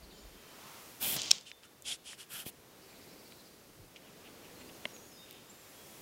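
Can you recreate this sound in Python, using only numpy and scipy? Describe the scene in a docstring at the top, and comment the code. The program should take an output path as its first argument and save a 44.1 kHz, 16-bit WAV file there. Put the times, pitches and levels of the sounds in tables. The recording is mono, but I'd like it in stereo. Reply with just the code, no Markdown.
"""A stony hilltop above a wooded valley, where someone shifts about with a small camera in hand.
Soft gusts murmur, hiss in the grass and buffet the microphone; small birds whistle and echo off a slope.
Close by, quick dry scrapes and crunching grit are made of thousands of tiny slips, and small stones tick.
One stone snaps loudly and another knocks, each ringing briefly; the snap makes the camera duck its level."""
import sys
import numpy as np
from scipy import signal
from scipy.fft import rfft, irfft, next_fast_len
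from scipy.io import wavfile
from scipy.ndimage import uniform_filter1d

SR = 44100
rng = np.random.default_rng(int(sys.argv[2]) if len(sys.argv) > 2 else 0)


def int16_out(signal):
    """Quantize to a 16-bit WAV file."""
    q = np.round(np.clip(np.atleast_2d(signal).T, -1, 1) * 32767)
    wavfile.write(sys.argv[1], SR, q.astype(np.int16))


N = 265393
T = np.arange(N) / SR


def undb(db):
    """Decibels to gain."""
    return 10 ** (np.asarray(db) / 20)


def unit(x):
    """Scale to rms 1."""
    return x / (np.std(x) + 1e-12)


def shape(x, gain):
    """Filter by a function of frequency that gives the gain; rms 1."""
    size = next_fast_len(len(x))
    hz = np.maximum(np.arange(size // 2 + 1) * SR / size, 1)
    return unit(irfft(rfft(x, size) * gain(hz), size)[:len(x)])


def colour(x, points):
    """EQ through (Hz, dB) points joined on a log-frequency axis; rms 1."""
    f, db = np.transpose(points)
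    return shape(x, lambda hz: undb(np.interp(np.log(hz), np.log(f), db)))


def band(x, centre_hz, octaves):
    """Keep a bell-shaped band."""
    return shape(x, lambda hz: np.exp(-.5 * (np.log2(hz / centre_hz) / octaves) ** 2))


def resonance(x, centre_hz, width_hz):
    """Ring a resonance with steep skirts."""
    return shape(x, lambda hz: 1 / (1 + ((hz - centre_hz ** 2 / hz) / width_hz) ** 2))


def add(out, s, x):
    """Mix x into out from time s."""
    i = max(int(s * SR), 0)
    out[i:i + len(x)] += x[:max(len(out) - i, 0)]


def clock(length):
    """Sample times of a short sound."""
    return np.arange(max(int(length * SR), 16)) / SR


def decay(t, t60):
    """A tail that falls 60 dB in t60 seconds."""
    return np.exp(-np.log(1000) * t / t60)


def walk(rate):
    """A smooth random drift through about rate values a second; rms 1."""
    hold = int(SR / rate)
    steps = np.repeat(rng.standard_normal(N // hold + 1), hold)
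    return unit(uniform_filter1d(uniform_filter1d(steps, hold), hold)[:N])


def slips(rate, spread_db):
    """Friction: tiny slips at random moments, a few much larger than the rest."""
    clicks = (rng.random(N) < rate / SR) * rng.choice([-1, 1], N)
    return clicks * undb(spread_db * np.minimum(rng.exponential(size=N), 5))


def swells(table, octaves):
    """Short bands of noise that rise and fade smoothly."""
    out, t = np.zeros(N), clock(.6)
    t -= t.mean()
    for s, length, db, hz in table:
        swell = band(rng.standard_normal(len(t)), hz, octaves) * np.exp(-2 * (t / length) ** 2)
        out += undb(db) * np.interp(T - s, t, swell, left=0, right=0)
    return out


def strike(contacts, modes, push_s):
    """Each contact rings the same modes as its push builds; a small body radiates no deep bass."""
    out, t = np.zeros(N), clock(.06)
    ring = sum(undb(db) * decay(t, t60) * np.sin(2 * np.pi * hz * t) for hz, db, t60 in modes)
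    for s, db in contacts:
        add(out, s, undb(db) * ring * (1 - np.exp(-t / push_s)))
    return signal.sosfilt(signal.butter(2, 85, "high", fs=SR, output="sos"), out)


# EQ curves of the three wind layers. Each row: frequency in Hz, gain in dB.
VALLEY_EQ = [(20, -17.5), (60, -6.5), (140, -0.5), (230, 0.5), (310, 0), (400, 0.5), (520, -2), (700, -8),
             (1100, -17), (3000, -38)]
GRASS_EQ = [(200, -17), (600, -0.5), (950, 0), (1700, -2), (2700, -3), (4500, -5.5), (6500, -10),
            (10000, -19.5)]
HISS_EQ = [(1000, -34.5), (3500, -10.5), (5500, 1.5), (8500, 1), (12000, 2), (15000, 1), (16000, 0)]
# Soft gusts. Each row: peak time and spread in seconds, then valley, grass and hiss levels in dB.
GUSTS = [(.1, 0.28, -64, -64.5, -77), (.7, .19, -63, -56.5, -58), (3.08, 0.22, -59, -64.5, -63),
         (4.62, 0.34, -57.5, -59.5, -61.5), (6.0, 0.32, -62, -60, -57)]


def breeze():
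    """Gusts swell over calm air: a murmur in the valley, the near grass and, just after, a fine hiss."""
    out = np.zeros(N)
    layers = [(VALLEY_EQ, -63, 0), (GRASS_EQ, -64, 0), (HISS_EQ, -64.5, 0.13)]
    for k, (eq, calm_db, lag_s) in enumerate(layers):
        gust_power = sum(undb(levels[k]) ** 2 * np.exp(-.5 * ((T - peak - lag_s) / spread) ** 2)
                         for peak, spread, *levels in GUSTS)
        flicker = undb(.5 * walk(8.1))
        out += np.sqrt(undb(calm_db) ** 2 + gust_power) * flicker * colour(rng.standard_normal(N), eq)
    return out


# Low puffs of wind. Each row: peak time and length in seconds, level in dB, pitch in Hz.
BUFFETS = [(.06, 0.14, -59, 44.6), (.26, 0.054, -54, 44.7), (.35, 0.067, -59, 45), (1.91, 0.082, -65, 50),
           (2.61, 0.034, -66, 64), (3.8, .11, -63, 38), (3.805, 0.048, -56.5, 106)]


def buffets():
    """Wind hits the microphone in short, soft rumbles."""
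    return swells(BUFFETS, octaves=0.48)


def whistle(length, start_hz, glide, waver):
    """One wavering note that holds its pitch at first, then slides ever faster by glide octaves."""
    progress = clock(length) / length
    wobble = unit(uniform_filter1d(rng.standard_normal(len(progress)), size=160))
    hz = start_hz * 2 ** (glide * progress ** 1.6) * (1 + waver * wobble)
    return np.abs(np.sin(np.pi * progress)) ** 0.33 * np.sin(2 * np.pi * np.cumsum(hz) / SR)


# Single calls. Each row: start and length in seconds, pitch in Hz, glide in octaves, level in dB.
BIRD_CALLS = [(0.112, 0.034, 3710, -.1, -62), (.13, 0.084, 3170, -0.089, -65),
              (0.117, 0.14, 7040, -0.011, -65.5), (.33, 0.18, 3160, -.07, -66),
              (1.374, 0.22, 3590, -0.026, -61.5), (2.852, 0.091, 7700, -.12, -70),
              (4.55, 0.089, 4220, -0.012, -64), (4.585, .04, 7660, -.12, -63), (4.668, .03, 4750, 0, -62),
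              (4.716, .06, 6650, -.02, -66), (4.744, .035, 6470, -.2, -64),
              (4.89, 0.029, 5720, -0.055, -60), (4.933, .036, 6800, -.06, -53.5),
              (4.963, 0.041, 6580, -.2, -60), (5.102, 0.11, 5270, -0.15, -60), (5.168, 0.082, 3670, 0, -58),
              (5.494, 0.023, 7220, 0.063, -53), (5.733, .15, 3335, -0.018, -63.5),
              (5.835, 0.045, 5800, -0.23, -65)]
# Far, rapid song. Each row: start and end in seconds, level in dB, centre pitch in Hz.
TRILLS = [(0.02, .168, -60, 4400), (2.803, 3.1, -62, 4430), (3.102, 3.45, -60.5, 4800)]


def birds(echo_db, echo_t60, notes_per_s=15):
    """Whistled glides and runs of far, warbled notes; the wooded slope scatters them back."""
    out = np.zeros(N)
    for s, length, hz, glide, db in BIRD_CALLS:
        add(out, s, undb(db) * whistle(length, hz, glide, waver=0.011))
    for start, end, db, hz in TRILLS:
        for s in np.arange(start, end, 1 / notes_per_s):
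            detune, bend = rng.uniform(-1, 1, 2)  # every note has its own contour
            note = whistle(.6 / notes_per_s, hz * (1 + .12 * detune), 0.248 * bend, waver=0.0802)
            add(out, s + .015 * rng.random(), undb(db) * note)
    t = clock(1)
    echo = rng.standard_normal(len(t)) * decay(t, echo_t60) * (1 - np.exp(-t / 0.018))
    return out + undb(echo_db) * signal.fftconvolve(out, echo / np.linalg.norm(echo))[:N]


# Faint rustles. Each row: peak time and length in seconds, level in dB, pitch in Hz.
RUSTLES = [(.69, 0.26, -60.5, 1050), (2.02, 0.18, -68.5, 3500), (3.0, 0.29, -68, 2200),
           (3.968, 0.015, -56, 2670), (4.07, .04, -64, 2800), (4.265, 0.034, -58.5, 2750),
           (4.455, 0.032, -61, 2580), (4.612, 0.022, -56.5, 2630), (4.695, 0.016, -56.5, 2700),
           (5.33, 0.16, -61.5, 2930)]


def rustles():
    """A gust swelling in the grass and small movements make narrow, breathy swells of noise."""
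    return swells(RUSTLES, octaves=0.31)


# The bump's hit. Each row: time in seconds, strength in dB.
BUMP_HITS = [(2.4642, -32.5)]
# Its low body. Each row: pitch in Hz, level in dB, seconds to fall 60 dB.
BUMP_MODES = [(134, 7.5, 0.0066), (310, 1, 0.0086)]


def bump():
    """One soft contact gives a low thud that dies at once."""
    return strike(BUMP_HITS, BUMP_MODES, push_s=0.00035)


# EQ curves of a scrape's bright body and the dull rub below. Each row: frequency in Hz, gain in dB.
SCRAPE_EQ = [(100, -24), (1000, -35), (1900, -5.5), (2550, 6), (3300, 0.5), (4400, 2.5), (5400, 3.5),
             (6200, -0.5), (7500, 0.5), (10000, -5), (16000, -45)]
SCUFF_EQ = [(30, -8.5), (140, 7.5), (400, 4.5), (800, 5), (1200, -2), (1650, -2), (2400, -2.5), (8000, -16)]
# Dry strokes. Each row: start, end and fade in seconds, level in dB, relative speed, hollow tone in dB.
SCRAPES = [(0.992, 1.19, 0.047, -42, 1.325, -15.5), (1.444, 1.525, 0.031, -54, 0.71, -16),
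           (1.618, 1.675, 0.024, -61, 0.93, 0), (1.835, 1.977, 0.058, -40.5, 0.93, -19),
           (2.03, 2.17, 0.053, -50.5, 0.92, -16), (2.158, 2.265, 0.061, -52, 1.0, -8.5),
           (2.278, 2.463, 0.069, -50, 1.18, -4), (2.446, 2.512, .026, -52, 1.32, -28)]


def scrapes(firm_db=-43, ring_hz_per_db=19, sag_db_per_s=14):
    """Dense slips excite a body and two resonances; faster strokes gain scuff and a brighter hiss."""
    out = np.zeros(N)
    friction = [slips(rate=14000, spread_db=3.0) for _ in range(5)]
    grip = undb(2.6 * walk(70))  # the contact catches unevenly, so the ring flutters
    for start, end, fade, db, speed, hollow_db in SCRAPES:
        t = clock(end - start)
        body, ring, hollow, hiss, scuff, catch = (x[int(start * SR):][:len(t)] for x in friction + [grip])
        ring_hz = 3260 + ring_hz_per_db * (db - firm_db)  # lighter strokes ring lower
        ring = undb(-1.5) * catch * resonance(ring, ring_hz, width_hz=750)
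        hollow = undb(hollow_db) * resonance(hollow, centre_hz=1510, width_hz=750)
        top_hz = 11570 * speed
        hiss = shape(hiss, lambda hz: ((1 + (0.67 * top_hz / hz) ** 7) * (1 + (hz / top_hz) ** 24)) ** -.5)
        hiss *= undb(-1.5 + 19.5 * np.log2(speed))
        scuff = undb(-12.5 + 21 * np.log2(speed)) * colour(scuff, SCUFF_EQ)
        stroke = colour(body, SCRAPE_EQ) + ring + hollow + hiss + scuff
        ramp = np.clip(np.minimum(t / 0.96, t[-1] - t) / fade, 0, 1)  # bites a touch faster than it fades
        pressure = np.sin(np.pi / 2 * ramp) ** 2.14
        add(out, start, undb(db - sag_db_per_s * (t - t.mean())) * pressure * stroke)
    return out


# EQ curve of grinding grit. Each row: frequency in Hz, gain in dB.
GRIT_EQ = [(470, -38.5), (800, -23.5), (1120, -14), (1760, -17), (1920, -11), (2660, -4.5), (3140, 0.5),
           (3560, -1.5), (5240, -2), (6910, -5), (12900, -37), (14700, -38.5), (16000, -40.5)]
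# Presses of a sole. Each row: moments of full weight and of lift in seconds, level in dB.
CRUNCHES = [(1.166, 1.299, -39), (1.332, 1.339, -41)]


def crunch(press_db_per_s=1200, ease_db_per_s=33, lift_db_per_s=195):
    """Grit grinds as the weight comes on, eases and lifts; the scuff peaks as the sole first settles."""
    weight = np.zeros(N)
    for start, lift, db in CRUNCHES:
        slack_db = np.maximum(press_db_per_s * (start - T), ease_db_per_s * (T - start))
        weight += undb(db - slack_db - lift_db_per_s * np.maximum(T - lift, 0))
    flutter = undb(0.99 * walk(120))
    grains = colour(slips(rate=10000, spread_db=2.5), GRIT_EQ)
    settle = 1 + 2.5 * np.exp(-((T - CRUNCHES[0][0]) / 0.014) ** 2)
    scuff = undb(-11) * settle * colour(rng.standard_normal(N), SCUFF_EQ)
    return weight * flutter * (grains + scuff)


# Small stones ticking; the row at 1.3132 s adds the snap's high crack. 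Each row: time in seconds, peak level in
# dB, pitch in Hz.
TICKS = [(1.165, -22, 5200), (1.218, -20.5, 4900), (1.233, -27, 5500), (1.259, -30, 5500),
         (1.3089, -13, 4070), (1.3132, -21, 11000), (1.383, -32, 3980), (1.411, -35, 5460),
         (1.5159, -30.5, 2830), (1.6346, -39, 3000), (1.823, -30.5, 9700), (2.1317, -37, 1690),
         (2.466, -36.5, 3300), (3.322, -43.5, 2600), (3.9615, -39, 2650), (3.967, -45, 3830),
         (4.9653, -39, 3260), (5.3097, -38.5, 3360), (5.31, -34, 11500), (5.328, -37, 11500)]


def ticks(decay_cycles=26, lead_s=.002):
    """Each tick gives a crack that dies within milliseconds, sooner the higher it is."""
    out = np.zeros(N)
    t = clock(.03) - lead_s
    for s, db, hz in TICKS:
        burst = rng.standard_normal(len(t)) * (t >= 0) * decay(np.abs(t), decay_cycles / hz)
        crack = band(burst, hz, octaves=0.58)
        add(out, s - lead_s, undb(db) * crack / np.abs(crack).max())
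    return out


# The knock's two hits. Each row: time in seconds, strength in dB.
KNOCK_HITS = [(4.8541, -23), (4.8574, -38)]
# That stone's duller ring. Each row: pitch in Hz, level in dB, seconds to fall 60 dB.
KNOCK_MODES = [(235, -14.5, 0.044), (636, -3.5, 0.015), (1000, -8.5, 0.017), (2140, 4.5, 0.0091),
               (2770, 5.5, 0.0059), (3070, 7, 0.0057), (3950, -11, 0.012), (5040, -17, 0.0087),
               (8800, -2, 0.0027)]


def stone_knock():
    """A stone knocks and touches again lightly, ringing for an instant."""
    return strike(KNOCK_HITS, KNOCK_MODES, push_s=0.00061)


# The snap's three hits. Each row: time in seconds, strength in dB.
SNAP_HITS = [(1.31295, 5.5), (1.3135, 1), (1.3148, -13)]
# That stone's bright ring. Each row: pitch in Hz, level in dB, seconds to fall 60 dB.
SNAP_MODES = [(746, -28, 0.013), (1620, -32.5, 0.011), (2540, -17, 0.016), (3280, -11.5, 0.0078),
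              (4000, -3.5, 0.0058), (4350, -8, 0.0083), (5404, 5, 0.0041), (7090, -6.5, 0.007),
              (8250, -6, 0.0087), (11340, -13, 0.0033)]


def stone_snap():
    """Hard contacts within two milliseconds fuse into one loud, sharp snap."""
    return strike(SNAP_HITS, SNAP_MODES, push_s=0.0013)


def scene():
    """Everything reaches the closely spaced microphones alike."""
    stones = stone_snap() + stone_knock() + ticks()
    nearby = scrapes() + crunch() + rustles() + bump()
    outdoors = breeze() + buffets() + birds(echo_db=-1.5, echo_t60=1.8)
    return np.tile(stones + nearby + outdoors, (2, 1))


def record(dry):
    """The camera rounds off the loudest peak, ducks after it, recovers slowly and cuts the top."""
    ceiling, top_hz = 0.62, 15750
    threshold_db, attack_s, recover_db_per_s = -7.5, 0.0075, 2.5
    rounded = dry / (1 + (dry / ceiling) ** 4) ** .25
    peak_db = 20 * np.log10(np.abs(rounded).max(axis=0) + 1e-9)
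    over_db = np.maximum(peak_db - threshold_db, 0)
    duck_db = np.maximum.accumulate(over_db + recover_db_per_s * T) - recover_db_per_s * T
    pole = np.exp(-1 / (attack_s * SR))
    ducked = rounded * undb(-signal.lfilter([1 - pole], [1, -pole], duck_db))
    return signal.sosfilt(signal.ellip(10, .1, 80, top_hz, fs=SR, output="sos"), ducked)


dry = scene()
out = record(dry)
int16_out(out)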